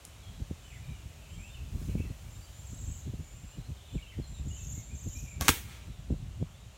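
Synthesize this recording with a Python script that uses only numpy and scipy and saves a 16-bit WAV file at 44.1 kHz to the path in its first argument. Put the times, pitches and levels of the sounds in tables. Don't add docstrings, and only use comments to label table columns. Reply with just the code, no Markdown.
import sys
import numpy as np
from scipy import signal
from scipy.fft import rfft, irfft, next_fast_len
from scipy.io import wavfile
from scipy.ndimage import uniform_filter1d, map_coordinates

SR = 44100
rng = np.random.default_rng(int(sys.argv[2]) if len(sys.argv) > 2 else 0)


def store_pcm(level_fs):
    pcm = np.round(np.clip(level_fs, -1, 1) * 32767).astype(np.int16)
    wavfile.write(sys.argv[1], SR, np.atleast_2d(pcm).T)


N = 298645
T = np.arange(N) / SR

# t/s, level/dB
BREEZE_LEVEL = [(0, -57.5), (0.3, -49), (0.65, -52), (0.8, -44.5), (1.5, -48), (1.92, -37.5), (2.25, -49),
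                (2.68, -45.5), (2.88, -44.5), (3.55, -52.5), (3.88, -52), (4.5, -44), (5.3, -46.5),
                (5.7, -48.5), (6.3, -44), (6.62, -51), (6.77, -58.5)]
# f/Hz, level/dB
RUMBLE_SPECTRUM = [(20, -12), (30, -12), (42, 1), (65, 3), (100, -0.5), (160, -11.5), (240, -22),
                   (400, -53.5), (800, -69.5)]
# f/Hz, level/dB
EDDY_SPECTRUM = [(60, -6.5), (150, 5.5), (280, -4.5), (420, -14), (600, -23.5), (1000, -45.5), (2000, -76),
                 (6000, -100)]
# t/s, rumble swell/dB, relative slap level/dB
EDDY_HITS = [(0.289, -43, -51), (0.408, -35, -36), (0.51, -39.5, -29), (0.9, -38, -47), (1.06, -43.5, -52),
             (1.39, -39, -52.5), (1.619, -39, -50), (1.75, -33.5, -39), (1.819, -40, -37),
             (1.891, -34, -30.5), (1.953, -37.5, -25.5), (1.965, -31.5, -43), (2.002, -35.5, -29),
             (2.051, -38, -38.5), (2.107, -39.5, -35), (2.731, -42.5, -40), (2.82, -40, -44.5),
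             (2.89, -35.5, -41), (3.075, -34, -35.5), (3.139, -43, -33.5), (3.2, -38.5, -40),
             (3.446, -42, -47), (3.586, -38.5, -36), (3.70, -35, -39.5), (3.953, -33, -28),
             (4.187, -37, -31), (4.198, -41, -30), (4.309, -41, -53), (4.405, -36.5, -48),
             (4.467, -35, -37.5), (4.52, -38.5, -49.5), (4.66, -43, -53), (4.73, -39.5, -48),
             (4.778, -42, -39.5), (4.93, -36.5, -49), (5.07, -37, -32.5), (5.169, -38, -53),
             (5.24, -38.5, -43), (5.385, -36, -44.5), (5.66, -42.5, -52), (5.888, -41, -43),
             (6.104, -36.5, -24.5), (6.122, -31.5, -28.5), (6.139, -43.5, -31.5), (6.219, -39.5, -58),
             (6.415, -32, -30), (6.427, -44, -25)]
# f/Hz, level/dB
FAR_HISS_SPECTRUM = [(180, -10.5), (300, 1.5), (343, -4), (412, 0.5), (462, -4.5), (574, 1), (930, -4),
                     (1840, -7.5), (2880, -4.5), (4230, -9), (4910, -11.5), (7080, -8), (10600, -18.5),
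                     (15000, -21), (16000, -27)]
# t/s, relative level/dB
FAR_HISS_LEVEL = [(0, -66), (3, -67.5), (6.77, -68.5)]
# t/s, level/dB
RUSTLE_LEVEL = [(0, -69.5), (1.65, -66.5), (1.83, -57.5), (1.98, -61), (2.15, -64), (2.6, -63), (3.1, -68),
                (4.2, -70), (6.77, -82)]
# f/Hz, level/dB
LEAF_SPECTRUM = [(1500, 1.5), (3000, -8), (6500, 3.5), (10000, -2), (13000, -2), (16000, -4)]
# f/Hz, level/dB
TICK_SPECTRUM = [(1000, -27), (4000, -10), (6500, 0), (9000, 2), (12000, -6), (16000, -18)]
# t/s, length/s, start f/Hz, end f/Hz, level/dB, warble/Hz
WHISTLE_NOTES = [(0.213, 0.105, 3360, 3254, -59, 70), (0.62, 0.076, 3120, 2950, -61, 23),
                 (0.69, 0.1, 2700, 2045, -58, 170), (0.816, 0.14, 2406, 2350, -61.5, 61),
                 (.92, 0.089, 3050, 2740, -62, 60), (1.209, 0.076, 2780, 2520, -61, 50),
                 (1.284, 0.094, 2960, 3150, -59.5, 140), (1.374, 0.13, 2200, 2760, -55, 66),
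                 (1.49, .06, 3540, 3620, -60.5, 20), (1.539, 0.05, 3150, 2570, -52.5, 31),
                 (1.877, 0.076, 2790, 2430, -58.5, 270), (1.972, 0.062, 2327, 2650, -53.5, 210),
                 (2.04, .05, 2200, 1875, -62.5, 30), (2.41, 0.057, 4620, 4680, -64, 25),
                 (3.51, .05, 2700, 2950, -63, 56), (3.97, 0.025, 3120, 2080, -53.5, 100),
                 (4.018, 0.061, 2980, 2625, -55, 10), (4.066, 0.059, 3110, 3050, -57, 10),
                 (4.109, 0.049, 2290, 2020, -58.5, 120), (4.218, .05, 4270, 4130, -60.5, 22),
                 (4.334, .073, 4100, 3540, -62.5, 80), (4.498, 0.098, 2800, 3100, -59, 24),
                 (4.56, 0.072, 2800, 2610, -58, 26), (4.741, 0.09, 2140, 2150, -62.5, 45),
                 (4.901, 0.05, 2300, 2535, -60, 42), (5.098, 0.044, 3270, 2920, -60, 60),
                 (5.146, .07, 2316, 2520, -54, 27), (5.258, 0.096, 2380, 2324, -56, 110),
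                 (6.452, 0.046, 1160, 1255, -60.5, 110)]
# t/s, length/s, start f/Hz, level/dB
THIN_NOTES = [(.6, 0.21, 7500, -65), (1.267, 0.26, 7450, -61), (2.26, 0.25, 7200, -62.5),
              (2.507, .14, 6850, -58.5), (3.151, .47, 6850, -60.5), (3.85, .17, 7150, -64),
              (4.213, .27, 7100, -61), (4.766, 0.26, 7330, -58.5), (5.26, .096, 7000, -52)]
# t/s, length/s, syllable rate/Hz, top f/Hz, slide depth/fraction, relative level/dB, overtone/dB
TRILL_PHRASES = [(2.632, 0.39, 32, 7750, 0.2, -52.5, -17), (3.729, 0.28, 26, 3700, 0.24, -60, -28),
                 (4.444, .36, 28.5, 7430, 0.14, -50, -19), (4.526, 0.3, 14.4, 7330, 0.24, -55.5, -9),
                 (4.933, 0.29, 28, 7590, .21, -49.5, -14.5), (5.07, 0.2, 28.5, 7520, 0.32, -55, -8)]
# t/s, level/dB
FLIGHT_LEVEL = [(5.395, -72), (5.408, -43), (5.413, -43), (5.422, -31.5), (5.44, -43), (5.455, -37),
                (5.48, -41), (5.49, -68)]
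# f/Hz, level/dB
VANE_SPECTRUM = [(200, 12), (700, -2.5), (1400, -1.5), (2500, 0), (4800, -6), (6400, 1), (10000, -7.5),
                 (16000, -12)]
# f/Hz, level/dB
SNAP_SPECTRUM = [(300, -5), (700, 4), (1300, -10), (2100, -15), (3500, -1), (4900, -7), (6400, 0.5),
                 (8000, -9), (13000, -6), (16000, -16)]
# f/Hz, level/dB, t60/s
LIMB_STRING_MODES = [(72, -19.5, 0.097), (161, -33, 0.086), (256, -33, 0.063), (566, -48, .06),
                     (714, -37, 0.067), (1120, -35, 0.13), (1580, -34.5, 0.063)]
# t/s, crack level/dB, crack length/s, tilt/(dB per octave), push on the filling/dB
ARROW_IMPACTS = [(5.4819, -11.5, 0.0022, 0, -25), (5.4893, -11, 0.0013, -0.2, -20),
                 (5.4921, -19.5, 0.0025, 3.5, 2), (5.4981, -26.5, 0.0077, 2.5, -34)]
# f/Hz, level/dB
COVER_SPECTRUM = [(200, -9), (480, -7.5), (640, -21), (850, 3), (1050, -1.5), (1300, 4.5), (1800, -3),
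                  (2450, 0.5), (3500, -2.5), (4900, -8.5), (6300, -4.5), (8500, -6), (10500, -11),
                  (15500, -12)]
# f/Hz, relative level/dB, t60/s
FILLING_MODES = [(85, -22, 0.11), (147, -24.5, 0.072), (265, -15, 0.027), (340, -24, 0.032),
                 (451, -30.5, 0.089)]
# f/Hz, level/dB, t60/s
HELD_SHAFT_MODES = [(890, -42, 0.047), (1187, -29, 0.055), (1306, -33, 0.048), (1615, -29.5, 0.084),
                    (2050, -46, 0.048), (2240, -44, 0.081), (2410, -26, 0.06), (2600, -49, .09),
                    (2970, -47, .09), (3250, -36, 0.16)]
# f/Hz, level/dB
REFLECTION_SPECTRUM = [(100, -14.5), (500, -5), (1200, -11), (2200, -2.5), (4000, -3.5), (7000, -3),
                       (16000, 2)]


def from_db(db):
    return 10 ** (np.asarray(db) / 20)


def rms_one(x):
    return x / np.sqrt(np.mean(x ** 2) + 1e-20)


def level(rows):
    return from_db(np.interp(T, *np.transpose(rows)))


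def colour(x, spectrum, tilt_db=0, size=8192):
    hz, db = np.transpose(spectrum)
    octave = np.log2(np.maximum(np.fft.rfftfreq(size, 1 / SR), 1))
    shape = from_db(np.interp(octave, np.log2(hz), db) + tilt_db * np.maximum(octave, np.log2(hz[0])))
    cepstrum = irfft(np.log(rms_one(shape)))[:size // 2]
    cepstrum[1:] *= 2
    response = irfft(np.exp(rfft(cepstrum, size)))[:size // 2]
    return signal.oaconvolve(x, response)[:len(x)]


def noise(spectrum):
    return rms_one(colour(rng.standard_normal(N), spectrum))


def even(x, window_s):
    power = np.abs(signal.hilbert(x, next_fast_len(N))[:N]) ** 2 / 2
    mean_power = uniform_filter1d(power, int(window_s * SR))
    return x / np.sqrt(np.abs(mean_power) + 1e-9)


def wobble(per_s, size):
    return map_coordinates(rng.standard_normal(4096), [T[:size] * per_s], order=3, mode="wrap")


def burst(envelope, passes=4):
    x = rng.standard_normal(len(envelope)) * envelope
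    for _ in range(passes):
        flat = irfft(np.exp(1j * np.angle(rfft(x))), len(x)) * np.linalg.norm(envelope)
        x = np.clip(flat, -2 * envelope, 2 * envelope)
    return x


def crack(length_s, tail_db, tail_t60_s, size=4096):
    t = T[:size]
    tail = from_db(tail_db - 60 * (t - length_s) / tail_t60_s)
    return burst(np.where(t < length_s, 1, tail))


def ring(modes, attack_s, size=16384):
    t = T[:size]
    ringing = sum(from_db(db - 60 * t / t60) * np.sin(2 * np.pi * hz * t) for hz, db, t60 in modes)
    return ringing * (1 - np.exp(-t / attack_s))


def wind(lump_db=2.5, swell_s=0.02, lag_s=0.0036, flutter_db=-15, growth=1.44, reference_db=-38):
    breeze = level(BREEZE_LEVEL) * from_db(lump_db * wobble(per_s=18, size=N))
    swell_power = sum(from_db(db) ** 2 * np.exp(-((T - s - lag_s) / swell_s) ** 2)
                      for s, db, _ in EDDY_HITS)
    gust = np.sqrt(breeze ** 2 + swell_power)
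    rumble = gust * even(noise(RUMBLE_SPECTRUM), window_s=0.062)
    flutter_gain = from_db(reference_db + flutter_db) * (gust / from_db(reference_db)) ** growth
    return rumble + flutter_gain * noise(EDDY_SPECTRUM)


def trees(hiss_gain_db=8):
    far_hiss = from_db(hiss_gain_db) * level(FAR_HISS_LEVEL) * noise(FAR_HISS_SPECTRUM)
    return far_hiss + level(RUSTLE_LEVEL) * noise(LEAF_SPECTRUM)


def add(out, s, x):
    start = max(round(s * SR), 0)
    out[start:start + len(x)] += x[:max(len(out) - start, 0)]


def bird_note(length_s, start_hz, end_hz, warble_hz, settle=1.7, fade=0.19):
    progress = np.linspace(0, 1, int(length_s * SR))
    size = len(progress)
    hz = end_hz + (start_hz - end_hz) * (1 - progress) ** settle + warble_hz * wobble(261.4, size)
    envelope = signal.windows.tukey(size, 2 * fade) * from_db(2.2 * wobble(76.7, size))
    return envelope * np.sin(2 * np.pi * np.cumsum(hz) / SR)


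def far_flock(low_hz, high_hz, db, glide, count):
    out = np.zeros(N)
    for slot, (when, pitch, length, slope) in enumerate(rng.random((count, 4))):
        centre_hz = low_hz + pitch * (high_hz - low_hz)
        glide_hz = centre_hz * glide * (2 * slope - 1)
        length_s = 0.0507 + 0.0824 * length
        call = bird_note(length_s, centre_hz - glide_hz, centre_hz + glide_hz, warble_hz=78.4)
        add(out, (slot + when) / count * T[-1], from_db(db) * call)
    return out


def canopy(x, t60_s=0.63, size=30000):
    response = rng.standard_normal(size) * from_db(-60 * T[:size] / t60_s)
    return signal.oaconvolve(x, response / np.linalg.norm(response))[:N]


def tick(at_s=0.0513, db=-36):
    out = np.zeros(N)
    click = crack(length_s=0.00055, tail_db=-8, tail_t60_s=0.017)
    add(out, at_s, from_db(db) * colour(click, TICK_SPECTRUM))
    return out


def whistles():
    out = np.zeros(N)
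    for s, length_s, start_hz, end_hz, db, warble_hz in WHISTLE_NOTES:
        add(out, s, from_db(db) * bird_note(length_s, start_hz, end_hz, warble_hz))
    return out


def buffets(gain_db=-0.3, slap_s=0.0121, halving_db=7, untilted_s=0.0086, size=12000):
    out = np.zeros(N)
    t = T[:size] - T[size // 2]
    for s, swell_db, slap_db in EDDY_HITS:
        length_s = slap_s * 2 ** ((swell_db - slap_db) / halving_db)
        push = burst(1 / (1 + (t / length_s) ** 2) ** 2)
        tilt_db = 3 * np.log2(untilted_s / length_s)
        add(out, s + t[0], from_db(slap_db + gain_db) * colour(push, EDDY_SPECTRUM, tilt_db))
    return out


def thin_calls(end_hz=7410, warble_hz=168.6):
    out = np.zeros(N)
    for s, length_s, start_hz, db in THIN_NOTES:
        call = bird_note(length_s, start_hz, end_hz, warble_hz, settle=1.4, fade=0.25)
        add(out, s, from_db(db) * call)
    return out


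def trills(gain_db=0.84, rise=0.199, swell_db=8, ragged=0.026, rasp_db=3):
    out = np.zeros(N)
    for s, length_s, rate_hz, top_hz, depth, db, overtone_db in TRILL_PHRASES:
        progress = np.linspace(0, 1, int(length_s * SR))
        size = len(progress)
        in_syllable = (rate_hz * length_s * progress + rise / 2 + 0.23 * wobble(25, size)) % 1
        arch = np.interp(in_syllable, [0, rise, 1], [0, 1, 0])
        hz = top_hz * (1 - depth * (1 - arch) + ragged * wobble(500, size))
        phase = 2 * np.pi * np.cumsum(hz) / SR
        contour_db = swell_db * np.minimum(progress - 0.5, 0.15) + rasp_db * wobble(204.2, size)
        envelope = from_db(db + gain_db + contour_db) * signal.windows.tukey(size, 0.15)
        fundamental = arch ** 0.27 * np.sin(phase)
        octave = from_db(overtone_db) * progress ** 0.24 * (1 - 0.47 * arch) * np.sin(2 * phase)
        add(out, s, envelope * (fundamental + octave))
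    return out


def bow(release_s=5.4101, snap_db=-23):
    in_flight = (T > FLIGHT_LEVEL[0][0]) & (T < FLIGHT_LEVEL[-1][0])
    out = level(FLIGHT_LEVEL) * noise(VANE_SPECTRUM) * in_flight
    snap = crack(length_s=0.001, tail_db=-12, tail_t60_s=0.022)
    add(out, release_s, from_db(snap_db) * colour(snap, SNAP_SPECTRUM))
    add(out, release_s, -ring(LIMB_STRING_MODES, attack_s=0.0017))
    return out


def sink_in(x, lag_s=0.00071, corner_hz=2640):
    hz = np.fft.rfftfreq(len(x), 1 / SR)
    phase_lag = 2 * np.pi * lag_s * corner_hz * np.arctan(hz / corner_hz)
    return irfft(rfft(x) * np.exp(-1j * phase_lag), len(x))


def bag_target():
    out = np.zeros(N)
    for s, crack_db, length_s, tilt_db, push_db in ARROW_IMPACTS:
        tear = sink_in(crack(length_s, tail_db=-8.5, tail_t60_s=0.0268))
        add(out, s, from_db(crack_db) * colour(tear, COVER_SPECTRUM, tilt_db))
        add(out, s, -from_db(push_db) * ring(FILLING_MODES, attack_s=0.00062))
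    held_s = ARROW_IMPACTS[1][0]
    add(out, held_s, ring(HELD_SHAFT_MODES, attack_s=0.0008))
    return out


def lawn_echo(x, near_s=0.0014, near_t60_s=0.36, far_s=0.23, far_t60_s=0.88,
              far_db=-19.5, far_rise_s=0.093, far_cut_hz=4500, size=44100):
    t = T[:size]
    near, far = (colour(white, REFLECTION_SPECTRUM) for white in rng.standard_normal((2, size)))
    scatter = near * from_db(-60 * t / near_t60_s) * (t > near_s)
    far_rise = np.exp(np.minimum(t - far_s, 0) / far_rise_s)
    far_decay = from_db(far_db - 60 * np.maximum(t - far_s, 0) / far_t60_s)
    dulled = signal.sosfilt(signal.butter(1, far_cut_hz, fs=SR, output="sos"), far)
    response = scatter + far_rise * far_decay * dulled
    return signal.oaconvolve(x, response / np.linalg.norm(response))[:N]


def scene(shot_wet_db=-7, song_wet_db=-2, trill_wet_db=-3):
    shot = bow() + bag_target()
    tick_and_shot = tick() + shot
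    song = whistles() + thin_calls()
    buzz = trills()
    far_birds = far_flock(low_hz=2100, high_hz=4200, db=-68.5, glide=0.0923, count=110)
    far_birds += far_flock(low_hz=6950, high_hz=7400, db=-73, glide=0.029, count=70)
    smeared = canopy(from_db(song_wet_db) * song + from_db(trill_wet_db) * buzz + far_birds)
    birds = song + buzz + smeared
    echo = from_db(shot_wet_db) * lawn_echo(tick_and_shot)
    return (tick_and_shot + echo + birds + wind() + buffets() + trees())[None]


def record(dry, low_cut_hz=37, high_cut_hz=15950):
    low_cut = signal.butter(4, low_cut_hz, "high", fs=SR, output="sos")
    high_cut = signal.ellip(12, 0.1, 80, high_cut_hz, fs=SR, output="sos")
    return signal.sosfilt(high_cut, signal.sosfilt(low_cut, dry))


dry = scene()
out = record(dry)
store_pcm(out)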